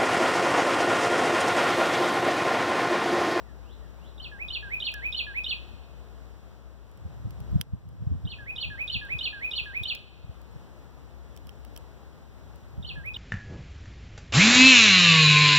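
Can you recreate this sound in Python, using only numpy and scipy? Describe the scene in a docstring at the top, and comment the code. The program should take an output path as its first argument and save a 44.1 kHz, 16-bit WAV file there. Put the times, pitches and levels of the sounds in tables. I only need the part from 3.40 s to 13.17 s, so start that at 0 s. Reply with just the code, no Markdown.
"""A songbird, close and to the right of a spaced microphone pair in a garden, whistles three phrases of a
rolling motif; ground, wall, fence and foliage send the song back. A second bird calls from deep in the
trees. At the feeder a blackbird cracks seeds, each split ringing beak and husk. Puffs of wind buffet the
microphones, and a far machine hums under the murmur of the neighbourhood. The recorder turns its gain
down on bright peaks."""
import sys
import numpy as np
from scipy import signal
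from scipy.fft import rfft, irfft
from scipy.io import wavfile
from scipy.ndimage import uniform_filter1d

SR = 44100
rng = np.random.default_rng(int(sys.argv[2]) if len(sys.argv) > 2 else 0)


def dump(signal):
    """Clip the signal to [-1, 1] and save it as 16-bit WAV at the path in sys.argv[1]."""
    limited = np.clip(np.atleast_2d(signal).T, -1, 1)
    pcm = np.round(limited * 32767).astype(np.int16)
    wavfile.write(sys.argv[1], SR, pcm)


N = 430857
TIME, FREQ = np.arange(N) / SR, np.fft.rfftfreq(N, 1 / SR)

# spectrum of the distant murmur: (frequency [Hz], relative density [dB])
MURMUR_SPECTRUM = [(25, -14), (45, 11), (80, 16), (130, 11.5), (250, 3.5), (600, -1), (1200, -6),
                   (2400, -14.5), (4500, -19.5), (7500, -26), (11000, -33.5), (15500, -26.5)]
# the background level briefly dips or rises: (time [s], change [dB], half-width [s])
BACKGROUND_SWELLS = [(3.38, -3, 0.26), (4.12, 1.4, .15), (6.738, -4, 0.2)]
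# the far bird's call: (time into the call [s], pitch [Hz], level [dB])
FAR_CONTOUR = [(0, 2000, -68), (.025, 1830, -65), (.07, 1620, -64), (.11, 1600, -91.5), (.2, 2600, -68),
               (.24, 3050, -61), (.275, 4000, -60), (.285, 4260, -74)]
# its entries: (time [s], gain [dB])
FAR_ENTRIES = [(.055, 2.5), (0.406, 2)]
# the near bird's four syllables: (time into the syllable [s], pitch [Hz], level [dB])
WHISTLE_CONTOUR = [(0, 1725, -42.5), (.058, 1591, -39.5), (.07, 1650, -51.5), (.093, 2170, -33),
                   (.11, 2470, -28), (.119, 2490, -22.5), (.131, 2590, -30.5)]
ARCH_CONTOUR = [(.003, 3190, -33), (.008, 3900, -31), (.012, 3600, -34.5), (.017, 3051, -33.5)]
HOOK_CONTOUR = [(.001, 2680, -49.5), (.009, 3007, -28.5), (.014, 3088, -29), (.019, 3370, -38)]
SLUR_CONTOUR = [(0, 3760, -41), (.008, 4183, -40.5), (.018, 4446, -31.5), (.028, 4198, -34.5),
                (.032, 3417, -26.5), (.04, 2800, -29.5), (.054, 2520, -26.5), (.062, 2466, -33.5)]
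# its motifs; a phrase opens softly, with no whistle: (time of the arch [s], effort [dB], whistle length [s])
SONG_MOTIFS = [(.775, -13, 0.0044), (1.0796, -3, .123), (1.3979, 0, 0.13), (1.721, 0.4, .139),
               (2.0387, 0.6, .131), (4.848, -10.5, 0.037), (5.1567, -2.5, 0.13), (5.4734, -0.3, .13),
               (5.785, 0.3, .131), (6.109, 0.24, .14), (6.4294, -0.1, 0.13), (9.422, -10.5, 0),
               (9.7382, -3, 0.14)]
# the song's echoes off ground, wall and fence: (delay [s], gain [dB])
SURFACE_ECHOES = [(.0055, -10.5), (0.0195, -16.5), (.032, -15.5), (.045, -20.5)]
# beak on seed at the feeder: (time [s], level [dB], ring gain [dB], centre of the snap [Hz])
SEED_CRACKS = [(1.519, -45, -3, 10800), (1.54, -34.5, 6, 11000), (3.515, -58, -3, 11000),
               (3.5738, -54, -1, 11000), (3.907, -46, 0, 13000), (4.003, -48.5, 6, 11000),
               (4.212, -21, 6, 11000), (4.489, -51, 4, 11000), (5.651, -52, -3, 11100),
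               (6.4356, -37, -9, 15500), (6.5502, -36, 8, 15000), (7.016, -52, 0, 12000),
               (7.964, -47, 6, 11000), (7.974, -47, 6.5, 11000), (8.0705, -49, 4, 11000),
               (8.092, -47.5, 11, 10000), (8.249, -48, 7.5, 13000), (8.3626, -39.5, 9.5, 9500),
               (8.375, -36.5, -1, 10500), (9.1586, -51, -1, 11000), (9.659, -47, -4, 11000)]
# resonances of beak and husk: (frequency [Hz], time to fall 60 dB [s], relative level [dB])
HUSK_MODES = [(1620, 0.0052, -4.5), (2680, 0.0043, -3.5), (3200, 0.0076, 1), (4000, 0.00055, 8),
              (5770, 0.0052, -1)]
# gusts across the microphones: (time of the peak [s], level [dB], half-width [s])
WIND_GUSTS = [(3.95, -42, 0.27), (4.596, -29.5, 0.11), (5.15, -44.5, 0.28), (9.491, -44, 0.33)]
# the strongest puffs on the microphones: (time [s], level [dB], length [s])
WIND_PUFFS = [(3.66, -28, 0.013), (3.862, -27.5, 0.026), (4.017, -33.5, 0.015), (4.138, -25.5, 0.037),
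              (4.162, -14.5, .011), (4.203, -28, .008), (4.34, -19.5, 0.017), (4.675, -17.5, 0.01),
              (4.721, -17, 0.02), (4.749, -25, 0.04), (4.855, -24, 0.027), (5.565, -28, 0.021),
              (5.753, -32.5, 0.019), (6.418, -33.5, .023), (6.848, -38, 0.014), (6.897, -34, 0.01),
              (7.161, -38.5, 0.016), (8.066, -36, 0.018), (9.394, -28, 0.023), (9.578, -31, 0.016)]

MIC_LAG_S = .000447  # travel time across the pair
# dB that a syllable gains per dB of effort
WHISTLE_SWELL, ARCH_SWELL, HOOK_SWELL, SLUR_SWELL = 1.6, 1.4, 0.86, 0.92


def undb(db):
    """Decibels to gain."""
    return 10 ** (np.asarray(db) / 20)


def unit(x):
    """Scale to rms 1."""
    return x / np.sqrt(np.mean(x ** 2))


def add(track, s, sound):
    """Mix a sound into a track from time s on."""
    start = max(int(s * SR), 0)
    part = track[..., start:start + sound.shape[-1]]
    part += sound[..., :part.shape[-1]]


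def band(x, lo_hz, hi_hz, order=2):
    """Butterworth band-pass."""
    return signal.sosfilt(signal.butter(order, [lo_hz, hi_hz], "band", fs=SR, output="sos"), x)


def wander(rate_hz):
    """Smooth random motion with a spread of 1."""
    return unit(irfft(rfft(rng.standard_normal(N)) * np.exp(-(FREQ / rate_hz) ** 2), N))


def bump(s, half_width):
    """A smooth rise and fall around time s, 1 at its top."""
    return np.exp(-((TIME - s) / half_width) ** 2)


def mic_pair(left, right):
    """Each channel is its own microphone minus the other, delayed by the travel time between them."""
    pair = np.array([left, right])
    return pair - irfft(rfft(pair[::-1]) * np.exp(-2j * np.pi * FREQ * MIC_LAG_S), N)


def murmur(level_db=-58.5, centred_hz=480, flicker_db=.5, bass_left_db=8):
    """Distant traffic and leaves all around; the spaced microphones agree or oppose by frequency."""
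    hz, db = np.transpose(MURMUR_SPECTRUM)
    log_hz = np.log(FREQ + 1)
    colour = undb(np.interp(log_hz, np.log(hz), db))
    centred = 0.77 * np.exp(-((log_hz - np.log(centred_hz)) / 0.86) ** 2)
    coherence = np.clip(centred - 0.89 * np.cos(2 * np.pi * FREQ * MIC_LAG_S), -.93, .93)
    mid, side = rfft(rng.standard_normal((2, N))) * colour * np.sqrt([1 + coherence, 1 - coherence])
    lean = undb(bass_left_db / 2 / (1 + FREQ / 250))
    pair = irfft(np.array([(mid + side) * lean, (mid - side) / lean]), N)
    pair /= np.std(band(pair.mean(axis=0), 450, 1300, order=4))  # the midrange sets the level
    return pair * undb(level_db + flicker_db * wander(6.1))


def machine_hum(hz=60.9, drift=0.01796, start_db=-48.5, fade_db_per_s=0.43, waver_db=1.9):
    """A far machine wavers near mains frequency, louder on the left and inverted on the right."""
    phase = 2 * np.pi * np.cumsum(hz * (1 + drift * wander(5.64))) / SR
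    level = undb(start_db - fade_db_per_s * TIME + waver_db * wander(8))
    return np.sqrt(2) * np.sin(phase) * level * np.array([[undb(6)], [-undb(-5)]])


def syllable(contour, stretch=1, waver=0.0041, detune=0.00477, attack_s=0.0021, release_s=0.0049):
    """A bird's nearly pure gliding tone, with faint overtones and a rasp on the highest notes."""
    s, hz, db = np.transpose(contour)
    s = np.sort(s) * stretch
    t = np.arange(int(s[-1] * SR)) / SR
    tremor = unit(uniform_filter1d(rng.standard_normal(len(t)), size=60))
    glide = uniform_filter1d(np.interp(t, s, hz), size=110, mode="nearest")
    pitch = glide * (1 + waver * tremor + detune * rng.standard_normal())
    phase = 2 * np.pi * np.cumsum(pitch) / SR
    tone = np.sin(phase)
    for k in range(2, 7):
        overtone = undb(-46) * 2 / k * (pitch / 3800) ** 2
        # overtones stand out as they cross one high resonance
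        resonance = undb(-35) * np.exp(-((k * pitch - 12300) / 950) ** 2) * (2000 / pitch) ** 2
        tone += (overtone + resonance) * (k * pitch < SR / 2) * np.sin(k * phase)
    rasp = unit(band(rng.standard_normal(len(t)), 2288, 3432, order=1))
    tone += undb(-33) * (pitch / 3500) ** 4 * rasp
    ramp = np.clip(np.minimum((t - s[0]) / attack_s, (s[-1] - t) / release_s), 0, 1)
    return np.sqrt(2) * undb(np.interp(t, s, db)) * np.sin(np.pi / 2 * ramp) ** 2 * tone


def sing(contour, entries):
    """One syllable, sung afresh at each entry: (time [s], gain [dB], optional stretch [ratio])."""
    out = np.zeros(N)
    for s, db, *stretch in entries:
        add(out, s, undb(db) * syllable(contour, *stretch))
    return out


def foliage(song, early_db, early_t60, late_db, late_t60, scatter_hz=2500):
    """Leaves scatter the high notes most: a quick dense return, then a faint long one from the trees."""
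    t = np.arange(SR) / SR
    early = undb(early_db) * unit(undb(-60 * t / early_t60))
    late = undb(late_db) * unit(undb(-60 * t / late_t60))
    onset = 1 - np.exp(-t / 0.0028)
    tails = band(rng.standard_normal((2, SR)) * (early + late) * onset / np.sqrt(SR), scatter_hz, 19500)
    return mic_pair(*(signal.fftconvolve(song, tail)[:N] for tail in tails))


def far_bird(direct_db=-6):
    """A falling then rising whistle from deep in the trees."""
    song = sing(FAR_CONTOUR, FAR_ENTRIES)
    leaves = foliage(song, early_db=-9.5, early_t60=0.33, late_db=-13, late_t60=0.99, scatter_hz=1400)
    return undb(direct_db) * song + leaves


def voice_ticks(level_db=-50, hz=4950, length_s=0.0061):
    """A small dry tick as the near bird's voice springs into each arch."""
    out, window = np.zeros(N), np.hanning(int(length_s * SR))
    for s, effort, _ in SONG_MOTIFS:
        noise = unit(band(rng.standard_normal(len(window)), hz / 1.03, hz * 1.03, order=1))
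        add(out, s - length_s / 2, undb(level_db + ARCH_SWELL * effort) * window * noise)
    return out


def motifs(shortest_whistle_s=.05, whistle_gap_s=.0425, hook_after_s=.0184, slur_after_s=.039):
    """Whistle, arch, hook and slur follow in a set rhythm around the arch, each louder with effort."""
    whistles = [(s - whistle_gap_s - length, WHISTLE_SWELL * effort, length / WHISTLE_CONTOUR[-1][0])
                for s, effort, length in SONG_MOTIFS if length > shortest_whistle_s]
    song = sing(WHISTLE_CONTOUR, whistles)
    for contour, after, swell in [(ARCH_CONTOUR, 0, ARCH_SWELL),
                                  (HOOK_CONTOUR, hook_after_s, HOOK_SWELL),
                                  (SLUR_CONTOUR, slur_after_s, SLUR_SWELL)]:
        song += sing(contour, [(s + after, swell * effort) for s, effort, _ in SONG_MOTIFS])
    return song


def songbird(left_db=-3.0, leak_db=-17):
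    """The singer sits close, off to the right; its song returns from hard surfaces and from the leaves."""
    song = motifs() + voice_ticks()
    echoed, bright = song.copy(), band(song, 1683, 18000)
    for delay, db in SURFACE_ECHOES:
        add(echoed, delay, undb(db) * bright)
    close = mic_pair(undb(leak_db) * echoed, echoed) * undb([[left_db], [0]])
    return close + foliage(song, early_db=-6.5, early_t60=0.24, late_db=-22.0, late_t60=1.7)


def seed_cracks(split_s=.0011, tail_db=-26, tail_s=0.0071, body_db=-14, band_ratio=1.55, left_db=-5):
    """At the feeder, right of centre, a husk splits in tiny fractures that ring beak and husk."""
    out, t = np.zeros((2, N)), np.arange(SR // 20) / SR
    ring = sum(undb(db - 60 * t / t60) * np.sin(2 * np.pi * hz * t) * (-1) ** k
               for k, (hz, t60, db) in enumerate(HUSK_MODES))
    split = (1 - np.exp(-t / 0.00017)) * np.exp(-t / split_s)
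    envelope = split + undb(tail_db) * np.exp(-t / tail_s)
    for s, db, ring_db, snap_hz in SEED_CRACKS:
        fracture = rng.standard_normal((2, len(t))) * envelope
        body = signal.fftconvolve(fracture, ring[None])[:, :len(t)]
        snap = 2 * band(fracture, snap_hz / band_ratio, min(snap_hz * band_ratio, 19000), order=1)
        add(out, s, undb(db) * (snap + undb(body_db + ring_db) * body))
    return out * undb([[left_db], [0]])


def wind(flutter_hz=14, flutter_db=5, skirt_db=-18, right_db=-1, own_db=-13, left_lag_rad=0.86):
    """Gusts flutter and puffs thump on the microphones; the channels nearly oppose, the left lagging."""
    gusts = sum(undb(db) * bump(s, width) for s, db, width in WIND_GUSTS)
    power = (gusts * undb(flutter_db * np.minimum(wander(flutter_hz), 2))) ** 2
    for s, db, length in WIND_PUFFS:
        near = slice(int((s - .25) * SR), int((s + .25) * SR))
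        offset = (TIME[near] - s) / length
        thump = 2 ** -(2 * offset) ** 2
        skirt = undb(skirt_db) * np.exp(-np.abs(offset) / 6.5)
        power[near] += (undb(db) * (thump + skirt)) ** 2
    eddies = signal.hilbert(band(rng.standard_normal((2, N)), lo_hz=62, hi_hz=128))
    # each puff carries a set pressure, whatever its shape
    shared, own = eddies * np.sqrt(2 * power / uniform_filter1d(np.abs(eddies) ** 2, size=900))
    pair = np.real([shared * np.exp(-1j * left_lag_rad), undb(right_db) * (undb(own_db) * own - shared)])
    rolloff = np.sqrt(1 + (FREQ / 280) ** 8 + (45 / (FREQ + 1)) ** 8)  # passes 45 to 280 Hz
    return irfft(rfft(pair) / rolloff, N)


def gain_control(x, threshold_db=-39.0, slope=1.69, max_cut_db=7.5, recover_db_per_s=7.5, attack_s=.012):
    """A sharp, bright peak turns the recorder's gain down; it creeps back at a steady rate."""
    treble_power = uniform_filter1d(np.mean(band(x, 6000, 18700) ** 2, axis=0), size=441)
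    treble_db = 10 * np.log10(np.abs(treble_power) + 1e-18)
    wanted_cut = np.clip(slope * (treble_db - threshold_db), 0, max_cut_db)
    held_cut = np.maximum.accumulate(wanted_cut + recover_db_per_s * TIME) - recover_db_per_s * TIME
    pole = np.exp(-1 / (attack_s * SR))
    return x * undb(-signal.lfilter([1 - pole], [1, -pole], held_cut))


def scene():
    """The garden as it reaches the microphone pair."""
    swell_db = sum(db * bump(s, width) for s, db, width in BACKGROUND_SWELLS)
    background = (murmur() + machine_hum()) * undb(swell_db)
    return background + songbird() + far_bird() + seed_cracks() + wind()


def record(dry):
    """The recorder rides its gain and cuts the top steeply above 15850 Hz."""
    lowpass = signal.ellip(10, .2, 70, 15850, fs=SR, output="sos")
    return signal.sosfilt(lowpass, gain_control(dry))


dry = scene()
out = record(dry)
dump(out)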